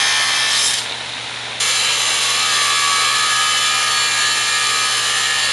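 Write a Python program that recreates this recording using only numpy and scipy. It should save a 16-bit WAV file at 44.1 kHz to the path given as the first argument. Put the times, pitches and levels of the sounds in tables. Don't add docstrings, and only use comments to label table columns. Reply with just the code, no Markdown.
import sys
import numpy as np
from scipy import signal
from scipy.fft import rfft, irfft, next_fast_len
from scipy.io import wavfile
from scipy.ndimage import map_coordinates

SR = 44100
rng = np.random.default_rng(int(sys.argv[2]) if len(sys.argv) > 2 else 0)


def wrap_up_sound(samples):
    columns = np.atleast_2d(samples).T
    tamed = np.clip(columns, -1, 1)
    steps = np.round(tamed * 32767).astype(np.int16)
    wavfile.write(sys.argv[1], SR, steps)


N = 243431
T = np.arange(N) / SR
FFT_SIZE = next_fast_len(N + SR)
FREQS = np.maximum(np.arange(FFT_SIZE // 2 + 1) * SR / FFT_SIZE, 1)
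PARTS_S, BITE_S = .75, 1.6

# (pitch [Hz], level [dB])
HUM_TONES = [(71.7, -57), (112.5, -65), (120, -45), (216, -56), (240, -53), (258.5, -60)]
# (frequency [Hz], gain [dB])
RUMBLE_COLOUR = [(20, -22), (45, 0), (70, 3), (110, 15), (220, 4), (400, -2), (1000, -35)]
# (frequency [Hz], gain [dB])
FAN_GEAR_COLOUR = [(88, -50), (150, -19), (294, -12.5), (339, -13), (450, -6.5), (567, -6.5), (932, -3),
                   (1150, -7.5), (1450, -5), (1800, -4.5), (2030, -3), (3060, -4), (3720, -1), (4770, -12),
                   (10400, -22.5), (12200, -98), (22000, -120)]
# (time [s], relative level [dB])
GEAR_KNOCKS = [(0.8953, -16), (0.9225, -14), (0.9431, -18), (1.01, -23), (1.0649, -26), (1.0918, -20),
               (1.137, -18), (1.3596, -18)]
# (time [s], speed [turns/s])
FIRST_CUT_SPEED = [(0.0, 72.1), (0.514, 70.7), (0.56, 70.1)]
SECOND_CUT_SPEED = [(1.6, 84.8), (1.98, 82.1), (2.81, 76.3), (3.43, 73.1), (4.12, 72.1), (4.4, 70.7),
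                    (5.16, 69.6), (5.52, 67.3)]
# (time [s], rasp level [dB], spark hiss relative to rasp [dB])
FIRST_PRESSURE = [(0, -18.3, -4), (.16, -20, -4), (.5, -21.5, -3), (.56, -23, -2.5), (.65, -29.5, 11),
                  (.75, -33, 5), (.86, -55, 5), (.95, -101, -12)]
SECOND_PRESSURE = [(1.6, -19.5, -1), (1.8, -19.5, -2), (1.87, -18, -5), (2.0, -20, -1.5), (2.4, -19.5, -2),
                   (3.0, -21, -1), (4.2, -21, -2), (5.1, -21, -1.5), (5.5, -20, -4)]
# (pitch [Hz], width [Hz], gain [dB])
FIRST_CAGE_MODES = [(850, 190, -5), (1080, 140, -3.5), (1270, 86, -3), (1750, 220, -1.5), (2070, 81, 2),
                    (2170, 48, 1), (2470, 90, -10), (2600, 120, -2.5), (3130, 260, -0.5), (3590, 98, 2),
                    (4050, 110, -4), (4250, 180, -5), (4780, 180, -6), (5000, 120, -3), (5340, 220, -1),
                    (6220, 380, -1.5), (7500, 460, -9.5), (8940, 560, -10.5), (10040, 450, -7)]
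SECOND_CAGE_MODES = [(468, 140, -6.5), (920, 120, -7), (1225, 193, 0.5), (1730, 220, -4.5),
                     (2100, 290, -2.5), (2310, 160, -0.5), (2810, 170, 2), (3115, 370, 2), (3435, 56, 3.5),
                     (3790, 190, -1.5), (4050, 48, 4), (4255, 104, 2.5), (4696, 117, -0.5), (5160, 150, 0),
                     (5910, 120, -8.5), (6255, 190, -1), (7180, 310, 1), (8740, 570, -8.5),
                     (9000, 435, -15), (9980, 860, -9.5)]
# (pitch [Hz], width [Hz], level relative to rasp [dB])
FIRST_WIRE_MODES = [(1120, 130, -15), (1785, 91, -8), (1987, 43, -8), (2180, 40, -13), (2370, 54, -8),
                    (3226, 86, -6.5), (3622, 37, -9), (3900, 34, -7.5), (5250, 50, -15)]
# (pitch [Hz],
# width [Hz], whine level [dB], gritty ring level [dB], peak time [s], rise [dB/s], fall [dB/s])
SECOND_WIRE_MODES = [(780, 26, -35, -43.5, 3.1, 4, -0.5), (1148, 49, -23, -32, 2.83, 13.5, 15),
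                     (1228, 68, -23.5, -45, 3.2, 13, 3), (1323, 45, -27.5, -42, 6.3, 6.5, 0),
                     (1692, 58, -26, -35, 3.05, 8.5, 2.5), (1832, 69, -28, -40.5, 3.8, 5.5, 0),
                     (2265, 49, -24.5, -37, 3.1, 6, 23), (2382, 35, -25.5, -40.5, 3.8, 8, 6.5),
                     (2680, 60, -31, -34.5, 1.3, -3, 2), (3003, 47, -34, -45, 2.2, 5, -1),
                     (3500, 50, -41, -35, 2.4, 12, 2), (3984, 80, -31.5, -29, 2.14, 10, 1.2),
                     (4400, 69, -29, -45, 4.25, 4, 8)]
# (time [s], level [dB])
TEAR_LEVELS = [(.48, -28), (.56, -14.5), (.64, -21), (.72, -19), (.76, -22.5), (.84, -32), (.92, -73)]
# (pitch [Hz], width [Hz], gain [dB])
TORN_WIRE_MODES = [(1820, 150, 5.5), (2160, 510, -1), (3100, 310, 6), (3680, 200, 6), (3970, 190, 8),
                   (4760, 520, 4), (5320, 200, 5.5), (6300, 590, -1), (7400, 510, 2.5), (8440, 460, -2.5),
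                   (9500, 430, 0.5)]
# (time [s], length [s], level [dB])
WIRE_SNAGS = [(.709, 0.0019, -13), (0.741, 0.0087, -13), (0.787, 0.023, -18.5)]
# (time [s], length [s], pitch [Hz], level [dB])
SLOT_SQUEALS = [(1.765, .28, 4010, -31), (2.54, 0.17, 1800, -34), (2.58, 0.21, 1643, -27.5),
                (2.622, 0.17, 1154, -29.5), (3.02, 0.23, 3980, -31), (3.34, 0.15, 1652, -26),
                (3.46, 0.13, 1243, -33), (3.85, 0.21, 3120, -24), (3.965, .2, 4410, -27),
                (4.27, 0.27, 1735, -23.5), (4.58, 0.83, 1662, -32), (5.293, 0.32, 1740, -24.5),
                (5.44, 0.17, 4475, -28)]
# (frequency [Hz], gain [dB])
TREBLE_DIPS = [(7500, -0.5), (7750, -1.0), (8080, -13.5), (8450, 0.5), (8700, 0.0), (10350, 3.0),
               (10850, -13.5), (11500, 0.5)]


def undb(db):
    return 10 ** (np.asarray(db) / 20)


def unit(x):
    return x / np.sqrt(np.mean(x ** 2))


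def curves(table):
    times, *columns = np.transpose(table)
    return [np.interp(T, times, column) for column in columns]


def filtered(x, response):
    return irfft(rfft(x, FFT_SIZE) * response, FFT_SIZE)[:N]


def colour(points):
    hz, db = np.transpose(points)
    return undb(np.interp(np.log(FREQS), np.log(hz), db))


def resonances(modes):
    powers = (undb(2 * db) / (1 + ((FREQS - hz ** 2 / FREQS) / width) ** 2) for hz, width, db in modes)
    return np.sqrt(sum(powers))


def wander(rate):
    steps = rng.standard_normal(4096)
    return np.interp(T * rate, np.arange(len(steps)), steps)


def hump(time_s, length_s):
    return np.exp(-(2 * (T - time_s) / length_s) ** 2)


def swell(peak_s, rise, fall):
    return undb(np.minimum(rise * (T - peak_s), fall * (peak_s - T))) * (T > BITE_S)


def noise(response):
    return unit(filtered(rng.standard_normal(N), response))


def grit(shape, spread_db):
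    return unit(rng.standard_normal(shape) * undb(spread_db * rng.standard_normal(shape)))


def building():
    hum = sum(undb(db + .5 * wander(2.4)) * np.sqrt(2) * np.sin(2 * np.pi * (hz * T + rng.random()))
              for hz, db in HUM_TONES)
    return hum + undb(-53.5) * noise(colour(RUMBLE_COLOUR))


def warehouse(x, echo_s, echo_db):
    t = T[:SR]
    tail = rng.standard_normal(SR) * undb(-60 * t / echo_s) * (t > .006)
    tail *= undb(echo_db) / np.sqrt(np.sum(tail ** 2))
    return (x + signal.fftconvolve(x, tail)[:N]) / np.sqrt(1 + undb(2 * echo_db))


def disc_speed(idle_speed=85.5, spin_up_s=.22):
    loaded = curves(FIRST_CUT_SPEED)[0]
    free = idle_speed + (loaded - idle_speed) * np.exp(-np.maximum(T - PARTS_S, 0) / spin_up_s)
    return np.where(T < BITE_S, free, curves(SECOND_CUT_SPEED)[0])


def turning_pattern(turns, life_turns, spread_db, size=512):
    keep = np.exp(-1 / life_turns)
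    fresh = grit((size, size), spread_db)
    fresh[1:] *= np.sqrt(1 - keep ** 2)
    pattern = signal.lfilter([1], [1, -keep], fresh, axis=0)
    return unit(map_coordinates(pattern.ravel(), [turns * size], order=3, mode="wrap"))


def motor(turns, level_db=-25, fade_db_per_s=0.68):
    air = rng.standard_normal(N) + undb(-7.5) * turning_pattern(turns, life_turns=26, spread_db=-1)
    gears = grit(N, spread_db=0.0) * undb(4.0 * wander(260))
    gear_case = 1 / (1 + (FREQS / 4600) ** 8)
    tone = colour(FAN_GEAR_COLOUR)
    running = filtered(air, tone * (1 - 0.35 * gear_case)) + undb(-5) * filtered(gears, tone * gear_case)
    knocks = sum(undb(db) * np.exp(-np.abs(T - s) / 0.008) * (T > s) for s, db in GEAR_KNOCKS)
    clack = noise(gear_case * resonances([(2723, 700, -9), (3860, 370, 7)]))
    return unit(running) * undb(level_db - fade_db_per_s * T) + undb(-5.5) * knocks * clack


def breakthrough(screech_s=0.66, screech_hz=5200):
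    spurts = sum(filtered(grit(N, spread_db=3.0), resonances([mode])) * undb(4.2 * wander(54.4))
                 for mode in TORN_WIRE_MODES)
    scrape = undb(curves(TEAR_LEVELS)[0] + wander(120)) * unit(spurts)
    sliver = noise(resonances([(screech_hz, 220, 0)]) ** 2)
    screech = undb(-28) * hump(screech_s, length_s=.074) * sliver
    snags = sum(undb(db) * hump(s, length) for s, length, db in WIRE_SNAGS)
    return scrape + screech + snags * noise(resonances(TORN_WIRE_MODES))


def wire_ring(turns):
    force = grit(N, spread_db=-0.5) * undb(1.2 * np.cos(2 * np.pi * turns))
    return sum(undb(db) * swell(*shape) * unit(filtered(force, resonances([(hz, width, 0)]) ** 2))
               for hz, width, _, db, *shape in SECOND_WIRE_MODES)


def whine(turns, waves, waver_db=0.7, wear_db=0.0492):
    phase = 2 * np.pi * (waves * turns + rng.random()) + 0.05 * wander(21.16)
    level_db = waver_db * wander(13.4) + wear_db * waves * wander(3.07)
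    return np.sqrt(2) * undb(level_db) * np.sin(phase)


def wire_song(speed, turns, throb=0.09, squeal_width_hz=38):
    slow = slice(None, None, 128)
    pressure = undb(curves(FIRST_PRESSURE)[0][slow])
    modes = [(hz, width, undb(db) * pressure) for hz, width, db in FIRST_WIRE_MODES]
    modes += [(hz, width, undb(db) * swell(*shape)[slow])
              for hz, width, db, _, *shape in SECOND_WIRE_MODES]
    modes += [(hz, squeal_width_hz, undb(db) * hump(s, length)[slow])
              for s, length, hz, db in SLOT_SQUEALS]
    tones = np.zeros(N)
    for waves in range(14, 77):
        pitch = waves * speed[slow]
        gain = sum(drive / (1 + ((pitch - hz) / width) ** 2) ** 2 for hz, width, drive in modes)
        tones += np.interp(T, T[slow], gain) * whine(turns, waves)
    return tones * (1 + throb * np.cos(2 * np.pi * turns))


def rasp(turns, pressure, modes, life_turns, loose_db, wobble_db, flutter_db):
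    level_db, hiss_db = curves(pressure)
    bass_cut = 1 / np.hypot(1, 520 / FREQS)
    rim_grains = filtered(turning_pattern(turns, life_turns, spread_db=4.0), bass_cut)
    loose_grit = undb(loose_db) * grit(N, spread_db=6.0)
    push = undb(wobble_db * np.cos(2 * np.pi * turns) + flutter_db * wander(60))
    force = (rim_grains + loose_grit) * push
    cage = resonances(modes)
    treble = 1 / (1 + (4700 / FREQS) ** 24)
    body = unit(filtered(force, cage * (1 - treble)))
    spark_hiss = unit(filtered(force, cage * treble))
    return undb(level_db) * body + undb(level_db + hiss_db) * spark_hiss


def first_cut(turns):
    return rasp(turns, FIRST_PRESSURE, FIRST_CAGE_MODES,
                life_turns=71, loose_db=-3.5, wobble_db=1.0, flutter_db=-0.6)


def second_cut(turns):
    grinding = rasp(turns, SECOND_PRESSURE, SECOND_CAGE_MODES,
                    life_turns=12.8, loose_db=-0.9, wobble_db=-0.7, flutter_db=0.8)
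    bite = np.clip((T - BITE_S) / 0.0011, 0, 1)
    return (grinding + wire_ring(turns)) * bite


def scene():
    speed = disc_speed()
    turns = np.cumsum(speed) / SR
    cutting = first_cut(turns) + breakthrough() + second_cut(turns) + wire_song(speed, turns)
    grinder = cutting + motor(turns)
    return (warehouse(grinder, echo_s=0.49, echo_db=-10.0) + building())[None]


def record(dry):
    rounded = np.tanh(.8 * dry[0]) / .8
    dipped = filtered(rounded, colour(TREBLE_DIPS))
    top_cut = signal.ellip(8, .2, 70, 11600, fs=SR, output="sos")
    return signal.sosfilt(top_cut, dipped)[None]


dry = scene()
out = record(dry)
wrap_up_sound(out)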